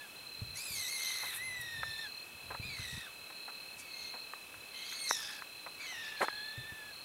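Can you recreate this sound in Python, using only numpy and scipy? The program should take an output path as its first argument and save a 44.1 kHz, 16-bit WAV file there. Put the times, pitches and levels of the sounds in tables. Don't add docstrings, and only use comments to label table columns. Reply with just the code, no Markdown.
import sys
import numpy as np
from scipy import signal
from scipy.fft import rfft, irfft
from scipy.io import wavfile
from scipy.ndimage import uniform_filter1d

SR = 44100
rng = np.random.default_rng(int(sys.argv[2]) if len(sys.argv) > 2 else 0)


def generate_wav(signal):
    frames = np.transpose(np.atleast_2d(signal))
    scaled = np.clip(frames, -1, 1) * 32767
    pcm = np.round(scaled).astype(np.int16)
    wavfile.write(sys.argv[1], SR, pcm)


N = 310464
TIME = np.arange(N) / SR
FREQS = np.maximum(np.fft.rfftfreq(N, 1 / SR), 1)
CUTOFF_HZ = 15800


def squeals(smear_hz=90, high_smear_hz=30, hoarse_band_hz=(1150, 2900), undertone_hz=810):
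    # centre in s, half length in s, depth 0-1.
    cracks = [(1.19, 0.047, 0.26), (1.353, 0.037, 1), (2.796, 0.038, 0.54), (4.923, .078, 0.81),
              (5.088, 0.021, 0.74), (5.28, .12, 0.54), (5.838, 0.044, .5)]
    # start in s, end in s, level in dB.
    breaks = [(4.736, 4.949, -52.5), (5.848, 6.21, -53)]
    pressure, pitch_hz, mouth_hz, whistle_db, overtone_db, rough, register_db = cry_controls()
    crack = np.clip(sum(depth * swell_at(at_s, half_s) for at_s, half_s, depth in cracks), 0, 1)
    rough = np.clip(rough + crack / 4, .2, 1)
    jitter = .00603 * drift(12) + (.005 + .007 * rough) * drift(40)
    base_phase = phase_of(pitch_hz * (1 + jitter))
    shake_hz = pitch_hz * .035 * rough ** 2 * drift(200)
    fold_phase = base_phase + phase_of(shake_hz)

    def partial(order):
        wander_hz = (smear_hz * order * rough + high_smear_hz * max(order - 2, 0)) * drift(450)
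        return np.sin(order * fold_phase + phase_of(wander_hz)) * (order * pitch_hz < CUTOFF_HZ)

    harmonics = sum(partial(k) * from_db(3.9 * drift(26.5)) for k in range(2, 8))
    half_orders = sum(partial(k + .5) * from_db(3 * drift(14)) for k in range(1, 4))
    rasp = rng.standard_normal(N) * (1 + np.cos(fold_phase))
    source = harmonics + from_db(-10) * rough ** 2 * half_orders + (.12 + .5 * rough ** 2) * rasp
    overtones = vocal_tract(source, mouth_hz, register_db)

    whistle = np.sqrt(2 * (1 - crack)) * np.sin(base_phase + phase_of(shake_hz * (.556 + crack)))
    hoarse_gain = rough ** 2 * from_db(-7) + crack * from_db(-1) / 2
    hoarse = hoarse_gain * rms_one(butter(rasp, hoarse_band_hz, "band"))
    undertone = np.sqrt(rough) * from_db(-12) * resonance(partial(.5), undertone_hz, width_hz=130)
    break_gain = sum(from_db(db) * gate(start_s, end_s, .04) for start_s, end_s, db in breaks)
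    fifth = break_gain * np.sqrt(2) * partial(1.5)

    flutter = evened(from_db(2.9 * rough * drift(170))) * from_db((1.5 + 2 * crack) * drift(33))
    rattle = evened(from_db(2.5 * rough * drift(120)))
    tone = from_db(whistle_db) * flutter * (whistle + hoarse + undertone)
    screech = from_db(overtone_db + 1.16 * drift(6.4)) * overtones + flares(pitch_hz, base_phase)
    return pressure * (tone + rattle * screech + fifth)


def cry_controls(glide_shape=1.3, slack_s=.021, dulling_db_per_s=20, mouth_rest_hz=5527):
    # start, end and rise time in s, scoop as share of pitch, top and settled pitch in Hz,
    # glide time in s, final drop as share of pitch, first and last whistle level in dB, attack and hold
    # in s, overtone level and its swell in dB, edge, ring and treble in dB re the body register,
    # brightening over the attack in dB, first, full and last roughness (about 0-1).
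    cries = [(-.05, .06, .054, .02, 1714, 1700, .09, 0.085, -55, -51.5, .05, .025, -60, -2, -20, -20, -17, 0, .2, 0.5, .35),
             (0.557, 0.887, 0.097, .24, 2576, 1997, 0.099, 0.058, -51.5, -48.5, 0.31, 0.067, -41.5, 19.5, -5, -8.5, -6, -13.5, 0.86, 0.73, .62),
             (0.872, 1.351, 0.019, 0.078, 2142, 2025, .26, 0.17, -46, -46.5, 0.043, 0.22, -43, 5.5, -2, -8.5, -1, -7, 0.8, 0.88, .95),
             (1.363, 2.078, 0.091, 0.16, 2080, 1767, .22, 0.1, -41.5, -49, 0.64, 0.026, -48.5, 5.5, -10, -17.5, -11.5, -1, 0.37, .58, .8),
             (2.622, 3.09, 0.038, .07, 2485, 1856, 0.13, 0.4, -46, -54, 0.25, .12, -48.5, 8.5, -7.5, -9.5, -12, 4, 0.56, 1.02, 1),
             (3.785, 4.123, .031, 0.015, 2286, 2148, 0.097, 0.01, -61, -60, 0.25, 0.051, -52.5, 14, -6.5, -22, -15, 5, 0.58, .65, .5),
             (4.737, 5.106, .29, 0.018, 2174, 2120, 0.0766, 0.0752, -56.5, -49, 0.32, 0.077, -44, 11, -4, -18, -8, 2, .9, 0.46, .6),
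             (5.069, 5.428, 0.031, 0.011, 2009, 1683, .058, .08, -47.5, -53.5, .027, .05, -43, 18, 5.5, -9.5, -3.5, 3, 0.67, 0.8, 1),
             (5.798, 6.31, .013, .017, 2316, 1685, 0.14, 0.0084, -45, -51, 0.072, 0.36, -52, 4, -2.5, -20, -17, -1, 0.63, 1.03, .67),
             (6.299, 6.924, 0.37, 0.081, 1780, 1674, 0.12, 0.028, -48.5, -52.5, .071, 0.1, -53.5, 9, -30, -28, -30, 2, .79, 0.53, .35)]
    handovers_s = (cries_array := np.array(cries))[1:, 0] / 2 + cries_array[:-1, 1] / 2
    (start_s, end_s, rise_s, scoop, top_hz, settled_hz, glide_s, drop, first_db, last_db,
     attack_s, hold_s, climax_db, swell_db, edge_db, ring_db, treble_db, brightening_db,
     first_rough, full_rough, last_rough) = cries_array[np.searchsorted(handovers_s, TIME)].T
    top_s, climax_s = start_s + rise_s, start_s + attack_s

    glide = np.exp(-(np.maximum(TIME - top_s, 0) / glide_s) ** glide_shape)
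    scooping = 1 - scoop * (1 - ramp(start_s, top_s)) ** 2
    slackening = 1 - drop * np.exp(-np.maximum(end_s - TIME, 0) / slack_s)
    pitch_hz = (settled_hz + (top_hz - settled_hz) * glide) * scooping * slackening
    usual_pitch_hz = cries_array[:, 5].mean()
    mouth_hz = mouth_rest_hz * (pitch_hz / usual_pitch_hz) ** .26

    attack, release = ramp(start_s, climax_s), ramp(climax_s + hold_s, end_s)
    whistle_db = first_db + (last_db - first_db) * ramp(start_s, end_s)
    overtone_db = climax_db - swell_db * (1 - attack + release)
    dull_db = brightening_db * (1 - attack) + dulling_db_per_s * np.maximum(TIME - climax_s, 0)
    register_db = [db - dull_db for db in (edge_db, ring_db, treble_db)]
    strain = ramp(start_s, climax_s + hold_s)
    rough = first_rough + (full_rough - first_rough) * strain + (last_rough - full_rough) * release
    pressure = np.minimum(sum(gate(on_s, off_s, .03) for on_s, off_s in cries_array[:, :2]), 1)
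    return pressure, pitch_hz, mouth_hz, whistle_db, overtone_db, rough, register_db


def vocal_tract(source, mouth_hz, register_db):
    # centre in Hz, width in Hz, relative gain in dB.
    formants = [(3720, 630, 33), (8170, 1050, 19.5), (10620, 700, 25.5)]
    throat = sum(from_db(db) * resonance(source, hz, width_hz) for hz, width_hz, db in formants)
    mouth = from_db(19.5) * moving_resonance(source, mouth_hz, width_hz=1200)
    body, *upper = registers(throat + mouth)
    return body + sum(from_db(db + 1.6 * drift(8.8)) * band for db, band in zip(register_db, upper))


def registers(voice, edges_hz=(2600, 4700, 7200, 9500, 14600)):
    spectrum = rfft(voice)
    return [evened(irfft(spectrum / np.sqrt((1 + (low / FREQS) ** 40) * (1 + (FREQS / high) ** 40)), N))
            for low, high in zip(edges_hz, edges_hz[1:])]


def flares(pitch_hz, phase, smear_hz=110):
    # centre in s, half length in s, resonance in Hz, level in dB.
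    meetings = [(1.47, 0.058, 10300, -50), (5.03, .04, 8700, -45.5), (5.224, 0.065, 5100, -49)]
    out = np.zeros(N)
    for at_s, half_s, hz, db in meetings:
        order = round(hz / np.interp(at_s, TIME, pitch_hz))
        overtone = np.sqrt(2) * np.sin(order * phase + phase_of(smear_hz * drift(450)))
        out += from_db(db) * swell_at(at_s, half_s) * overtone
    return out


def gravel_scuffs():
    # centre in s, level in dB, half length in s, low and high band edge in Hz.
    scuffs = [(1.26, -50, 0.086, 8800, 13300), (1.363, -44, 0.025, 8780, 12330),
              (1.615, -46, .007, 8390, 14300), (3.8, -50.5, 0.019, 5200, 10480)]
    return friction(scuffs)


def handling(knock_rub=.27, bump_rub=.042, bump_hz=95):
    # time in s, peak of the push in dB, pitch in Hz, rub decay in s.
    knocks = [(1.231, -39, 1123, .021), (1.8325, -22.5, 1382, 0.0023), (2.504, -37, 871, 0.017),
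              (2.5461, -35.5, 930, 0.007), (3.303, -41, 944, 0.0038), (3.479, -42.5, 992, 0.016),
              (4.137, -44, 750, 0.021), (4.336, -27.5, 1220, 0.0018), (4.542, -36, 1390, 0.0019),
              (5.1103, -13.5, 1040, 0.00091), (5.422, -28.5, 1273, 0.0017), (5.664, -33, 885, 0.0062),
              (5.924, -42.5, 899, 0.0049), (6.206, -32, 423, 0.02), (6.2158, -17.5, 1295, 0.0031),
              (6.2257, -25, 688, 0.0076), (6.243, -23.5, 1014, .0029), (6.2838, -19, 1024, 0.0019)]
    # time in s, peak of the push in dB, rumble decay in s.
    bumps = [(0.418, -35.5, 0.013), (0.706, -48, 0.071), (2.598, -35.5, 0.0077), (2.651, -43.5, 0.074),
             (2.795, -40.5, 0.024), (2.929, -41, 0.028), (2.976, -40, 0.01), (6.577, -41.5, 0.033),
             (6.721, -44.5, 0.0081)]

    def case(force, hz):
        ring = resonance(force, hz, width_hz=.82 * hz)
        return butter(butter(ring, 2100, "low", order=5), 280, "high", order=1)

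    def palm(force, hz):
        return butter(resonance(force, hz, width_hz=55), 210, "low")

    touches = [(case, at_s, db, hz, rub_s, knock_rub) for at_s, db, hz, rub_s in knocks]
    touches += [(palm, at_s, db, bump_hz, rub_s, bump_rub) for at_s, db, rub_s in bumps]
    out, push = np.zeros(N + SR), signal.unit_impulse(SR // 10)
    for body, at_s, db, hz, rub_s, rub in touches:
        at, force = round(at_s * SR), contact_force(rub_s, rub)
        out[at:at + len(force)] += from_db(db) * body(force, hz) / np.abs(body(push, hz)).max()
    return out[:N]


def contact_force(decay_s, rub, onset_s=.003):
    age_s = TIME[:SR // 2]
    envelope = np.minimum(age_s / onset_s, 1) * np.exp(-age_s / decay_s)
    force = rub * rng.standard_normal(len(age_s)) * envelope
    force[0] = 1
    return force


def finger_scrapes():
    # centre in s, level in dB, half length in s, low and high band edge in Hz.
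    scrapes = [(6.226, -42, 0.02, 1520, 3580), (6.228, -45.5, 0.023, 4530, 11300)]
    return friction(scrapes)


def grip(band_hz=(58, 135), resting_db=-73.5):
    # start in s, end in s, level in dB.
    spells = [(0.404, 0.587, -52.5), (1.16, 1.94, -64), (2.433, 2.982, -57)]
    lumps = from_db(4.5 * drift(9))
    creep = rms_one(butter(rng.standard_normal(N), band_hz, "band") * lumps)
    spell_gain = sum(from_db(db) * gate(start_s, end_s, .062) for start_s, end_s, db in spells)
    return (from_db(resting_db) + spell_gain) * creep


def tree_cricket(strokes_per_s=35.905, duty=.64, pitch_hz=2588, fall_hz=170):
    cycle = (TIME * strokes_per_s - .16) % 1
    along = np.clip(cycle / duty, 0, 1)
    song = np.sin(np.pi * along) * np.sin(phase_of(pitch_hz + fall_hz * (.5 - along)))
    level_db = -59 + 4 * swell_at(3.2, half_s=2.6) + drift(51)
    return from_db(level_db) * rms_one(song)


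def near_crickets():
    # start in s, end in s, pitch in Hz, level in dB.
    chirps = [(1.887, 2.236, 4200, -50.5), (3.349, 3.75, 4210, -55), (3.914, 4.233, 4223, -50),
              (6.167, 6.528, 4204, -49), (6.926, 7.04, 4270, -54)]
    gain = sum(from_db(db) * gate(start_s, end_s, .013) for start_s, end_s, _, db in chirps)
    rows = np.array(chirps)
    pitch_hz = np.interp(TIME, rows[:, :2].ravel(), np.repeat(rows[:, 2], 2))
    return gain * wing_strokes(pitch_hz, fall_hz=47, wander_hz=12)


def cricket_chorus(pitch_hz=4100, spread_hz=65, first_s=.43, period_s=.7455, swell_s=.2):
    swell_db, fade_db_per_s, bed_db = -52, .78, -62
    off_beat_s = (((TIME - first_s) / period_s + .5) % 1 - .5) * period_s
    swell = from_db(swell_db - fade_db_per_s * TIME) * np.exp(-np.abs(off_beat_s / swell_s) ** 3 / 2)
    chorus = sum(wing_strokes(pitch_hz + spread_hz * (offset + .5 * drift(2)), fall_hz=150, wander_hz=45)
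                 for offset in np.linspace(-1, 1, 9))
    return (swell + from_db(bed_db)) * rms_one(chorus)


def wing_strokes(pitch_hz, fall_hz, wander_hz, strokes_per_s=38.2):
    cycle = (phase_of(strokes_per_s + .5 * drift(2)) / (2 * np.pi) + rng.random()) % 1
    stroke = .08 + np.abs(np.sin(np.pi * cycle)) ** 2.5
    hz = pitch_hz + fall_hz * (.5 - cycle) + wander_hz * drift(59.45)
    return rms_one(stroke * np.sin(phase_of(hz)))


def verge(x, wet_db=-17, t60_s=.09):
    age_s = TIME[:SR // 2]
    decay = from_db(-60 * age_s / t60_s) * (age_s > .008)
    tail = butter(rng.standard_normal(len(age_s)), 5900, "low") * decay
    return x + from_db(wet_db) * signal.fftconvolve(x, tail / np.linalg.norm(tail))[:N]


def night_air(air_db=-58.5, hiss_db=-55.5):
    # frequency in Hz, relative density in dB.
    air = [(25, -13), (60, -18), (130, -5.5), (400, -2), (1700, -3.5), (2300, -9), (4000, -26)]
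    insect_hiss = [(1700, -91), (2200, 4), (3400, 2.5), (4300, -5), (7000, -6.5), (10500, -2.5),
                   (13000, -6), (16000, -8)]
    return from_db(air_db) * coloured(air) + from_db(hiss_db) * coloured(insect_hiss)


def friction(rubs):
    grit = rng.laplace(size=N)
    return sum(from_db(db) * swell_at(at_s, half_s) * rms_one(butter(grit, [low_hz, high_hz], "band"))
               for at_s, db, half_s, low_hz, high_hz in rubs)


def from_db(db):
    return 10 ** (np.asarray(db) / 20)


def rms_one(x):
    return x / np.sqrt(np.mean(x ** 2) + 1e-20)


def evened(x):
    return x / np.sqrt(np.maximum(uniform_filter1d(x * x, size=900), 0) + 1e-12)


def drift(rate_hz):
    return rms_one(irfft(rfft(rng.standard_normal(N)) / (1 + (FREQS / rate_hz) ** 4), N))


def coloured(spectrum):
    hz, db = np.transpose(spectrum)
    gain = from_db(np.interp(np.log(FREQS), np.log(hz), db))
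    return rms_one(irfft(rfft(rng.standard_normal(N)) * gain, N))


def butter(x, hz, kind, order=2):
    return signal.sosfilt(signal.butter(order, hz, kind, fs=SR, output="sos"), x + 1e-18)


def two_pole(hz, width_hz):
    r = np.exp(-np.pi * width_hz / SR)
    return np.array([1, 0, -1]) * (1 - r * r) / 2, [1, -2 * r * np.cos(2 * np.pi * hz / SR), r * r]


def resonance(x, hz, width_hz):
    return signal.lfilter(*two_pole(hz, width_hz), x + 1e-18)


def moving_resonance(x, hz, width_hz, block=512):
    state, out = np.zeros(2), np.zeros(N)
    for i in range(0, N, block):
        out[i:i + block], state = signal.lfilter(*two_pole(hz[i], width_hz), x[i:i + block], zi=state)
    return out


def phase_of(hz):
    return 2 * np.pi * np.cumsum(hz) / SR


def gate(start_s, end_s, edge_s):
    return np.clip(np.minimum(TIME - start_s, end_s - TIME) / edge_s + .5, 0, 1)


def ramp(start_s, end_s):
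    return np.clip((TIME - start_s) / np.maximum(end_s - start_s, 1e-3), 0, 1)


def swell_at(at_s, half_s):
    return np.exp(-((TIME - at_s) / half_s) ** 2)


def scene():
    night = night_air()
    distant = verge(squeals() + gravel_scuffs() + tree_cricket())
    crickets = cricket_chorus() + near_crickets()
    hand = handling() + finger_scrapes() + grip()
    return (distant + crickets + hand + night)[None]


def record(dry):
    return irfft(rfft(dry) / np.sqrt(1 + (FREQS / CUTOFF_HZ) ** 400), N)


dry = scene()
out = record(dry)
generate_wav(out)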